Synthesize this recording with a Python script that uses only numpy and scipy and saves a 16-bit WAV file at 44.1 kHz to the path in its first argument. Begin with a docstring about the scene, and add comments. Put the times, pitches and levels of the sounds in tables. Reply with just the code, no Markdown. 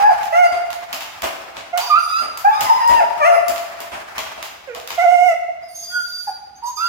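"""A husky whines in a wire crate in a bare, echoing room: nearly pure falsetto tones with a few overtones,
some cracking between registers, with breath noise. A thin nasal whistle, a swept sine with side tones and a
little air noise, runs between and over the cries. Claws and collar click on the wires as noise cracks with
ringing modes; paws rattle and thump the plastic tray as decaying noise. Behind lie shaped noises: the room
ringing from an earlier cry, then fur and feet brushing, and a faint room tone.
"""
import sys
import numpy as np
from scipy import signal
from scipy.fft import rfft, irfft, next_fast_len
from scipy.io import wavfile
from scipy.ndimage import uniform_filter1d, minimum_filter1d

SR = 44100
rng = np.random.default_rng(int(sys.argv[2]) if len(sys.argv) > 2 else 0)


def store_pcm(level_fs):
    """Save levels as 16-bit WAV."""
    pcm = np.round(np.clip(level_fs, -1, 1) * 32767).astype(np.int16)
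    wavfile.write(sys.argv[1], SR, np.atleast_2d(pcm).T)


N = 303452
TIME = np.arange(N) / SR   # s

# All levels in the tables are relative: the functions trim them further. Spectra give density per Hz.
# Room tone spectrum: freq_hz, density_db
ROOM_TONE_SPECTRUM = [(25, -33), (60, 3), (120, -6.5), (300, -9), (1000, -20), (4000, -19.5), (16000, -65)]
# Reverberation time across the spectrum: freq_hz, t60_s
ROOM_DECAY = [(100, 0.16), (400, 1.8), (700, 1.17), (1400, 1.09), (2500, 1.13), (5000, 1), (9000, 0.69),
              (16000, 0.65)]
# Background level: at the start the room ringing from an earlier cry, then fur and feet brushing:
# start_s, level_db
BACKGROUND_LEVEL = [(0, -28.5), (.7, -41), (1.4, -39.5), (2.2, -43), (2.9, -31.5), (3.6, -39), (4.3, -36.5),
                    (4.6, -44)]
# Spectrum of that background: freq_hz, density_db
BACKGROUND_SPECTRUM = [(24, -47), (40, -29.5), (64, -6.5), (159, -14.5), (433, -16), (663, -3), (790, 3),
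                       (990, -2), (1240, -0.5), (2380, -6.5), (3560, -18.5), (5050, -17), (8770, -26.5),
                       (16000, -28)]
# Paws on the tray: start_s, rattle_db, thud_db
PAW_STEPS = [(0.517, -27, -62), (0.932, -32, -54), (1.227, -19, -54), (1.559, -31.5, -52),
             (2.213, -27.5, -70), (2.61, -24, -42), (2.891, -18.5, -41), (3.484, -26.5, -64),
             (3.796, -30.5, -62.5), (3.916, -26.5, -53.5), (4.178, -29.5, -69), (4.373, -33, -54),
             (4.753, -32, -58), (4.903, -36, -56)]
# Spectrum of the rattling plastic: freq_hz, density_db
RATTLE_SPECTRUM = [(24, -61), (40, -31), (64, -6.5), (106, -22), (290, -13), (319, -14.5), (514, -17),
                   (653, 0), (869, -13), (1050, -9), (1370, -13.5), (2670, -16.5), (4100, -25),
                   (12000, -35), (15600, -57), (22000, -120)]
# Spectrum of the floor under the tray: freq_hz, density_db
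THUD_SPECTRUM = [(30, -22.5), (65, -2.5), (105, -3), (200, -16), (500, -40)]
# Claws and collar touching the wires: start_s, treble_db, middle_db
WIRE_CLICKS = [(0.2314, -40, -32.5), (0.704, -38, -29), (0.9285, -29, -20), (1.0067, -38, -28),
               (1.22, -31.5, -25.5), (1.568, -49, -28), (1.7752, -26.5, -20), (2.374, -31, -30.5),
               (2.608, -24, -20.5), (2.8768, -31, -43), (3.4823, -26.5, -28.5), (3.56, -38.5, -28),
               (3.8033, -34.5, -30), (4.1807, -32.5, -20.5), (4.4268, -34, -25), (4.7482, -40, -30),
               (4.875, -33.5, -28.5), (4.9043, -38.5, -24)]
# Resonances of the wires: freq_hz, width_hz (sets how fast each dies), level_db
WIRE_MODES = [(2198, 450, 4), (3520, 380, -15), (3860, 30, -17), (4160, 110, -18), (5100, 30, 24),
              (5300, 25, -11), (5700, 60, -6), (5960, 130, -2.5), (6960, 44, -32), (7200, 17, 2),
              (7500, 36, -23), (8950, 46, 1)]
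# Treble part of a click: freq_hz, density_db
TICK_SPECTRUM = [(1760, -44.5), (3000, -28.5), (5000, 1.5), (5480, -6), (7250, 0.5), (8110, -9),
                 (15000, -0.5), (16000, -12.5)]
# Middle part of a click: freq_hz, density_db
CLACK_SPECTRUM = [(530, -34), (900, 0), (1100, 0.5), (1610, -7.5), (1930, -3), (2610, -2), (3120, -2.5),
                  (3710, -5.5), (7000, -13.5), (9100, -27), (15400, -120)]
# Left/right balance and lag of the dog's sound over time: time_s, left_minus_right_db, left_lag_s
STEREO_BALANCE = [(0, -1.5, 0.00042), (.4, -4, 0.00048), (1.9, -5.5, 0.00013), (2.5, -1, 0.00043),
                  (3.3, 2, 0.00047), (4.7, -9.5, 0.00013), (5.15, -5.5, 0.00014), (6, -2, 0.00015),
                  (6.88, -5.5, 0.00013)]
# Hiss of air past the vocal folds: freq_hz, density_db
MOUTH_AIR_SPECTRUM = [(1940, -44), (3300, -18), (3620, -2.5), (3870, -35), (4500, -21.5), (4710, -28),
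                      (4970, 11), (5380, -22), (5750, 11), (8430, -43), (14200, 1.5), (14800, -13),
                      (16000, -48.5)]
# Air noise of the nasal whistle: freq_hz, density_db
NOSE_AIR_SPECTRUM = [(1650, -89), (2800, -32), (3240, -12), (4430, -10), (4560, -22), (4840, 2), (5090, -9),
                     (6380, -3), (8420, -31.5), (9190, -7), (10300, -18), (13900, -9.5), (16000, -48)]
# Nasal whistles in two registers, near 4800 and 6400 Hz:
# start_s, length_s, start_hz, middle_hz, end_hz, level_db, octave_db (re the level)
NASAL_WHISTLES = [(0, .11, 4880, 4930, 4830, -49, -16), (.44, .1, 4830, 4745, 4760, -43, -14),
                  (1.805, .025, 4950, 4800, 4700, -33, -20), (1.862, .04, 4880, 4750, 4700, -35, -18),
                  (1.985, .25, 4720, 4850, 4810, -37, -11), (2.53, .44, 4980, 5070, 4900, -44, -10),
                  (3.32, .05, 5050, 5110, 5030, -50, 6), (5.625, .025, 4850, 5000, 5050, -55, -15),
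                  (5.685, .12, 4600, 4780, 4740, -54, 6), (5.748, .085, 6340, 6460, 6400, -37, -18),
                  (5.828, .42, 4790, 4700, 4690, -36.5, -12), (6.265, .035, 4800, 4850, 4740, -41, -11),
                  (6.555, .02, 6000, 6300, 6450, -53, -22), (6.635, .035, 4950, 4780, 4730, -46, -8),
                  (6.658, .04, 6280, 6400, 6500, -39, -13), (6.755, .022, 6500, 6330, 6300, -39, -15),
                  (6.768, .112, 4860, 4815, 4780, -35, -20)]
# Overtones above the third harmonic, relative to it: freq_hz, level_db
THROAT_RESPONSE = [(1800, -0.5), (2300, 0), (2800, -11), (3500, -29), (4800, -33), (6000, -25.5),
                   (8200, -31), (10000, -30.5), (12000, -36.5), (14500, -23.5)]
# Short cries that swell to a climax, where the pitch turns, then fade:
# start_s, length_s, climax (share of the length), start_hz, climax_hz, end_hz, peak_db, swell_db,
# second_db and third_db (harmonics re the fundamental), hoarseness (pitch jitter as a share)
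SHORT_CRIES = [(0, 0.12, 0.67, 794.5, 857.6, 693, -7, 5.7, -17, -33.5, 0.016),
               (.326, 0.1356, 0.613, 657.4, 724.6, 681.5, -6, 7.9, -11.5, -14.5, .011),
               (1.732, 0.064, 0.24, 704, 701.6, 708.6, -17, 1.4, -10.5, -19, 0.015),
               (1.79, 0.087, 0.54, 875, 960, 968, -28, 2, -31, -13, 0.06),
               (1.9, 0.082, 0.426, 1221, 1186, 1394, -7.5, 7.1, -18, -31, 0.001),
               (2.07, 0.14, 0.47, 1295, 1285, 1374, -16.5, 22, -15, -23, 0.002),
               (2.447, 0.0595, .25, 785, 811.4, 878, -6, 1.3, -15, -30.5, 0.0035),
               (2.51, 0.12, 0.44, 1129, 1230, 1240, -23.5, 2.2, -14.5, -17, 0.021),
               (4.675, 0.057, 0.42, 552.5, 497, 453, -28, 4.6, -26.5, -15.5, 0.02),
               (5.9, 0.11, 0.54, 1420, 1463, 1418, -18.5, 26.4, -34, -51, 0.00072),
               (6.274, 0.024, 0.32, 843, 820, 764, -18.5, 3.2, -23, -32, 0.017),
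               (6.624, 0.068, .3, 933, 950, 990, -21.5, 11.4, -36, -34, 0.013),
               (6.775, 0.12, 0.47, 1232, 1360, 1408, -19, 7.5, -16.5, -29, 0.011)]
# Longer cries with a changing pitch, one curve each: some crack between registers, the last wavers:
# time_s, pitch_hz, level_db, second_db and third_db (harmonics re the fundamental),
# hoarseness (pitch jitter as a share)
LONG_CRIES = [
    [(2.655, 1040, -22, -10, -22, .034), (2.692, 990, -21, -14, -26, .03), (2.7, 912, -6, -28, -38, .003),
     (2.73, 918, -8, -28, -34, .004), (2.74, 1030, -23, -18, -25, .018), (2.8, 1010, -21, -13, -25, .018),
     (2.815, 920, -14, -21, -28, .009), (2.88, 945, -11, -21, -29, .008), (2.95, 950, -11, -20, -24, .011),
     (2.995, 900, -11, -17, -21, .016), (3.008, 700, -11, -17, -23, .032),
     (3.035, 670, -13, -23, -22, .032)],
    [(3.2, 640, -20, -2, -19, .006), (3.235, 578, -16, 4, -3, .006), (3.27, 694, -7, -12, -10, .008),
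     (3.31, 688, -10, -15, -19, .018), (3.39, 670, -12, -18, -21, .024)],
    [(4.98, 705, -14, -18, -23, .006), (5, 680, -13, -17, -11, .005), (5.035, 748, -17, -16, -10, .014),
     (5.06, 682, -9, -21, -23, .004), (5.13, 722, -13, -25, -12, .004), (5.16, 700, -11, -27, -17, .003),
     (5.26, 732, -14, -27, -12, .003), (5.292, 686, -10.5, -28, -11, .004),
     (5.335, 660, -17, -17, -17, .008)],
]

CUTOFF_HZ = 16000
HALT_S, HALT_DB_PER_S, STANDING_DB = 4.75, 46, -54.5   # the brushing dies down to a floor
STEP_DECAY_S = 0.041
FADE_DB = 4.5        # from the climax to the end of a short cry
BRIGHTENING = .6     # dB that the second harmonic gains on the fundamental per dB of swell
GROWL_HZ, GROWL_DEPTH = 108.6, 8.4   # mean throb rate of a hoarse voice; depth per unit of pitch jitter


def from_db(db):
    """Decibels to gain."""
    return 10 ** (np.asarray(db) / 20)


def rms_one(x):
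    """Scale to unit rms."""
    return x / np.sqrt(np.mean(x ** 2) + 1e-20)


def in_time(rows, t=TIME):
    """Read each column of a curve at the times t."""
    times, *columns = np.transpose(rows)
    return [np.interp(t, times, column) for column in columns]


def at_hz(points, hz):
    """Read a spectrum on a log-frequency axis."""
    knots, values = np.transpose(points)
    return np.interp(np.log(np.maximum(hz, 1)), np.log(knots), values)


def drift(rate_hz, size):
    """Smooth random wandering of spread 1: noise low-passed at rate_hz."""
    run_in = SR // 10   # lets the filter settle
    sos = signal.butter(2, rate_hz, fs=SR, output="sos")
    wandering = signal.sosfilt(sos, rng.standard_normal(size + run_in))
    return rms_one(wandering[run_in:])


def colour(x, spectrum):
    """Give x a spectrum, at unit rms."""
    size = next_fast_len(N)
    gain = from_db(at_hz(spectrum, np.fft.rfftfreq(size, 1 / SR)))
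    coloured = irfft(rfft(x, size) * gain, size)
    return rms_one(coloured[..., :N])


def noise(spectrum):
    """Coloured noise, unrelated in the two channels."""
    return colour(rng.standard_normal((2, N)), spectrum)


def apart(hz, alike_hz=380, least=.1):
    """How much the two microphones differ in a diffuse field: long waves reach both nearly alike."""
    return np.clip((hz / alike_hz) ** 2, least, 1)


def diffuse(spectrum):
    """Coloured noise from all around."""
    mid, side = rng.standard_normal((2, next_fast_len(N)))
    hz = np.fft.rfftfreq(len(mid), 1 / SR)
    side = irfft(rfft(side) * apart(hz), len(mid))
    return colour(np.array([mid + side, mid - side]), spectrum)


def phrase(start, end, attack, release):
    """Samples of one utterance and its soft-edged gate."""
    at = np.flatnonzero((TIME > start - attack / 2) & (TIME < end + release))
    opening = (TIME[at] - start) / attack + .5
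    closing = (end - TIME[at]) / release + 1
    return at, np.sin(np.pi / 2 * np.clip(np.minimum(opening, closing), 0, 1)) ** 2


def burst(start, rise, decay):
    """An envelope that swells from the start and dies away."""
    out = np.zeros(N)
    first = max(int(start * SR), 0)
    age = TIME[:min(SR // 2, N - first)]
    out[first:first + len(age)] = (1 - np.exp(-age / rise)) * np.exp(-age / decay)
    return out


def room_tone(level_db=-58.5):
    """The steady, faint noise of the room comes from all around."""
    return from_db(level_db) * diffuse(ROOM_TONE_SPECTRUM)


def room(x, wet_db, early=2.27, early_s=0.018):
    """Strong early reflections from near walls, then a tail whose decay time depends on frequency."""
    age = TIME[:SR * 3 // 2]
    hz = np.fft.rfftfreq(len(age), 1 / SR)
    mid, side = rfft(rng.standard_normal((2, len(age))))
    side = side * apart(hz)
    walls = np.array([mid + side, mid - side]) / np.sqrt(2)
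    tail = 0
    for centre, t60 in ROOM_DECAY:
        # overlapping triangular bands, each with its own decay
        band = at_hz([(f, f == centre) for f, _ in ROOM_DECAY], hz)
        tail = tail + irfft(walls * band, len(age)) * from_db(-60 * age / t60)
    build_up = 1 - np.exp(-(age / 0.0072) ** 2)
    shape = build_up * (1 + early * np.exp(-age / early_s))
    energy = np.sum((shape * from_db(-60 * age)) ** 2)   # of a nominal one-second decay
    response = tail * shape / np.sqrt(energy)
    wet = signal.fftconvolve(np.broadcast_to(x, (2, N)), response, axes=1)
    return from_db(wet_db) * wet[:, :N]


def background(uneven_db=3.0):
    """Uneven shaped noise: the room ringing from an earlier cry, then fur and feet brushing, which dies down."""
    written_db, = in_time(BACKGROUND_LEVEL)
    halting_db = HALT_DB_PER_S * np.maximum(TIME - HALT_S, 0)
    level_db = np.maximum(written_db - halting_db, STANDING_DB)
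    return from_db(level_db + uneven_db * drift(15.3, N)) * diffuse(BACKGROUND_SPECTRUM)


def tray(flicker_db=2.0):
    """A paw presses the plastic tray, which rattles against the wire floor and thuds on the boards."""
    presses = np.array([burst(start, 0.0047, STEP_DECAY_S) for start, _, _ in PAW_STEPS])
    rattle, thud = from_db(np.transpose(PAW_STEPS)[1:]) @ presses
    flicker = from_db(flicker_db * drift(120, N))
    return rattle * flicker * diffuse(RATTLE_SPECTRUM) + thud * diffuse(THUD_SPECTRUM)


def snaps(above_treble_db=19.0, lowest_hz=2400):
    """The first hard contact of each touch: a single bright, band-passed spike."""
    spikes = np.zeros(N)
    for start, treble_db, _ in WIRE_CLICKS:
        spikes[int(start * SR)] = from_db(treble_db + above_treble_db)
    sos = signal.butter(2, [lowest_hz, CUTOFF_HZ], "band", fs=SR, output="sos")
    return signal.sosfilt(sos, spikes + 1e-18)


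def wires(tick_db=7.5, clack_db=5.0, ring_db=-15.5, chatter_db=-15.5, chatter_s=0.044,
          crack_s=0.0024, ring_t60=0.012, uneven_db=6.0):
    """Each touch is a short crack; the loose panels chatter after it and the wires ring."""
    treble, middle, ringing = np.zeros((3, N))
    chatter = from_db(chatter_db + uneven_db * drift(250, N))
    age = TIME[:SR // 2]
    hz, width, mode_db = np.transpose(WIRE_MODES)[:, :, None]
    t60 = ring_t60 * np.sqrt(np.median(width) / width)   # broad modes die sooner
    decay = from_db(mode_db - mode_db.max() - 60 * age / t60)
    modes = decay * np.sin(2 * np.pi * hz * age)
    for start, treble_db, middle_db in WIRE_CLICKS:
        touch = burst(start, 0.00024, crack_s) + chatter * burst(start, 0.0033, chatter_s)
        treble += from_db(treble_db + tick_db) * touch
        middle += from_db(middle_db + clack_db) * touch
        first = int(start * SR)
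        mix = rng.random(len(WIRE_MODES))   # every touch excites the modes differently
        ringing[first:first + len(age)] += from_db(middle_db + ring_db) * (mix @ modes)
    return treble * noise(TICK_SPECTRUM) + middle * noise(CLACK_SPECTRUM) + ringing


def in_stereo(x, direct_db, wet_db, room_pan=0.45):
    """The direct sound lags in the left channel and its balance shifts; the room answers in both."""
    balance_db, lag = in_time(STEREO_BALANCE)
    sides_db = np.array([balance_db, -balance_db]) / 2
    direct = np.array([np.interp(TIME - lag, TIME, x), x])
    return from_db(direct_db + sides_db) * direct + room(x * from_db(room_pan * sides_db), wet_db)


def aspiration(folds, pressing, level_db=-26.0, chop=1.0):
    """Air hisses past the folds in time with their swing, more the harder they are pressed."""
    return from_db(level_db) * pressing * (1 + chop * folds) * noise(MOUTH_AIR_SPECTRUM)[0]


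def whistle(folds, air_db=-11.0, beating=0.43, waver=0.0034, flicker_db=1.5, flicker_hz=30, third_db=-11.5):
    """A jet of air sings in the nose, bending in pitch; the swinging folds chop it into side tones."""
    tone, flow = np.zeros((2, N))
    for start, length, start_hz, middle_hz, end_hz, level_db, octave_db in NASAL_WHISTLES:
        at, gate = phrase(start, start + length, attack=0.013, release=0.032)
        along = np.clip((TIME[at] - start) / length, 0, 1)
        arch = np.polyfit([0, .5, 1], [start_hz, middle_hz, end_hz], 2)
        pitch = np.polyval(arch, along) * (1 + waver * drift(75, len(at)))
        phase = 2 * np.pi * np.cumsum(pitch) / SR
        low = gate * from_db(level_db + flicker_db * drift(flicker_hz, len(at)))
        high = gate * from_db(level_db + octave_db + flicker_db * drift(flicker_hz, len(at)))
        overtones = np.sin(2 * phase) + from_db(third_db) * np.sin(3 * phase)
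        tone[at] += low * np.sin(phase) + high * overtones
        flow[at] += np.hypot(low, high)
    air = from_db(air_db) * flow * noise(NOSE_AIR_SPECTRUM)[0]
    return np.sqrt(2) * tone * (1 + beating * folds) + air


def cry_curve(start, length, climax, start_hz, climax_hz, end_hz, peak_db, swell_db, second_db, third_db, hoarse):
    """The course of a short cry, in the columns of a long one: its second harmonic follows the swell."""
    stages = [(0, start_hz, swell_db),   # share of the length, pitch, dB below the climax
              (np.clip(climax, .05, .95), climax_hz, 0),
              (1, end_hz, FADE_DB)]
    return [(start + share * length, hz, peak_db - below_db,
             second_db - BRIGHTENING * below_db, third_db, hoarse)
            for share, hz, below_db in stages]


def voice(shimmer_db=0.48, jitter_hz=260, rasp=2.0, quaver=.006, overtone_flicker_db=3.0, skew=0.35,
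          lowest_hz=410):
    """Vocal folds in falsetto; returns the sound, the folds' swing and how hard they are pressed."""
    out, folds, pressing = np.zeros((3, N))
    for curve in [cry_curve(*row) for row in SHORT_CRIES] + LONG_CRIES:
        at, gate = phrase(curve[0][0], curve[-1][0], attack=.012, release=.016)
        size = len(at)
        pitch, level_db, second_db, third_db, jitter = in_time(curve, TIME[at])
        pitch = pitch * (1 + jitter * drift(jitter_hz, size) + quaver * drift(35.6, size))
        phase = 2 * np.pi * np.cumsum(pitch) / SR
        overtones_db = [second_db, third_db]
        overtones_db += [third_db + at_hz(THROAT_RESPONSE, k * pitch) for k in range(4, 17)]
        tone = np.sin(phase)
        for k, db in enumerate(overtones_db, 2):
            gain = from_db(db + overtone_flicker_db * drift(45, size))
            tone = tone + gain * np.sin(k * phase) * (k * pitch < SR / 2)
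        # uneven closure spreads a little noise round each harmonic, more when the voice is hoarse
        flutter = from_db(shimmer_db * drift(41, size)) + rasp * jitter * drift(940, size)
        throb_hz = GROWL_HZ * (1 + 0.28 * drift(41, size))
        throb = np.sin(2 * np.pi * np.cumsum(throb_hz) / SR)
        swing = flutter + GROWL_DEPTH * jitter * throb
        out[at] += np.sqrt(2) * gate * from_db(level_db) * tone * swing
        folds[at] += gate * (np.sin(phase) + skew * np.cos(2 * phase))
        pressing[at] += gate * from_db(level_db + third_db)
    sos = signal.butter(4, lowest_hz, "high", fs=SR, output="sos")
    return signal.sosfilt(sos, out), folds, pressing


def scene():
    """Mix the dog, its crate and the room."""
    cries, folds, pressing = voice()
    dog = in_stereo(cries, direct_db=-1.0, wet_db=-3.5)
    breath = whistle(folds) + aspiration(folds, pressing)
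    dog += in_stereo(breath, direct_db=1.5, wet_db=2.0)
    crate = wires() + snaps() + tray()
    return dog + crate + room(crate, wet_db=1.5) + background() + room_tone()


def record(dry, ceiling=.96, hold_s=.012):
    """A fast limiter ducks peaks above the ceiling, then a steep low-pass cuts the top."""
    span = int(hold_s * SR)
    gain = np.minimum(1, ceiling / (np.abs(dry).max(axis=0) + 1e-9))
    gain = uniform_filter1d(minimum_filter1d(gain, span), span)
    sos = signal.ellip(10, .2, 80, CUTOFF_HZ, fs=SR, output="sos")
    return signal.sosfilt(sos, gain * dry)


dry = scene()
out = record(dry)
store_pcm(out)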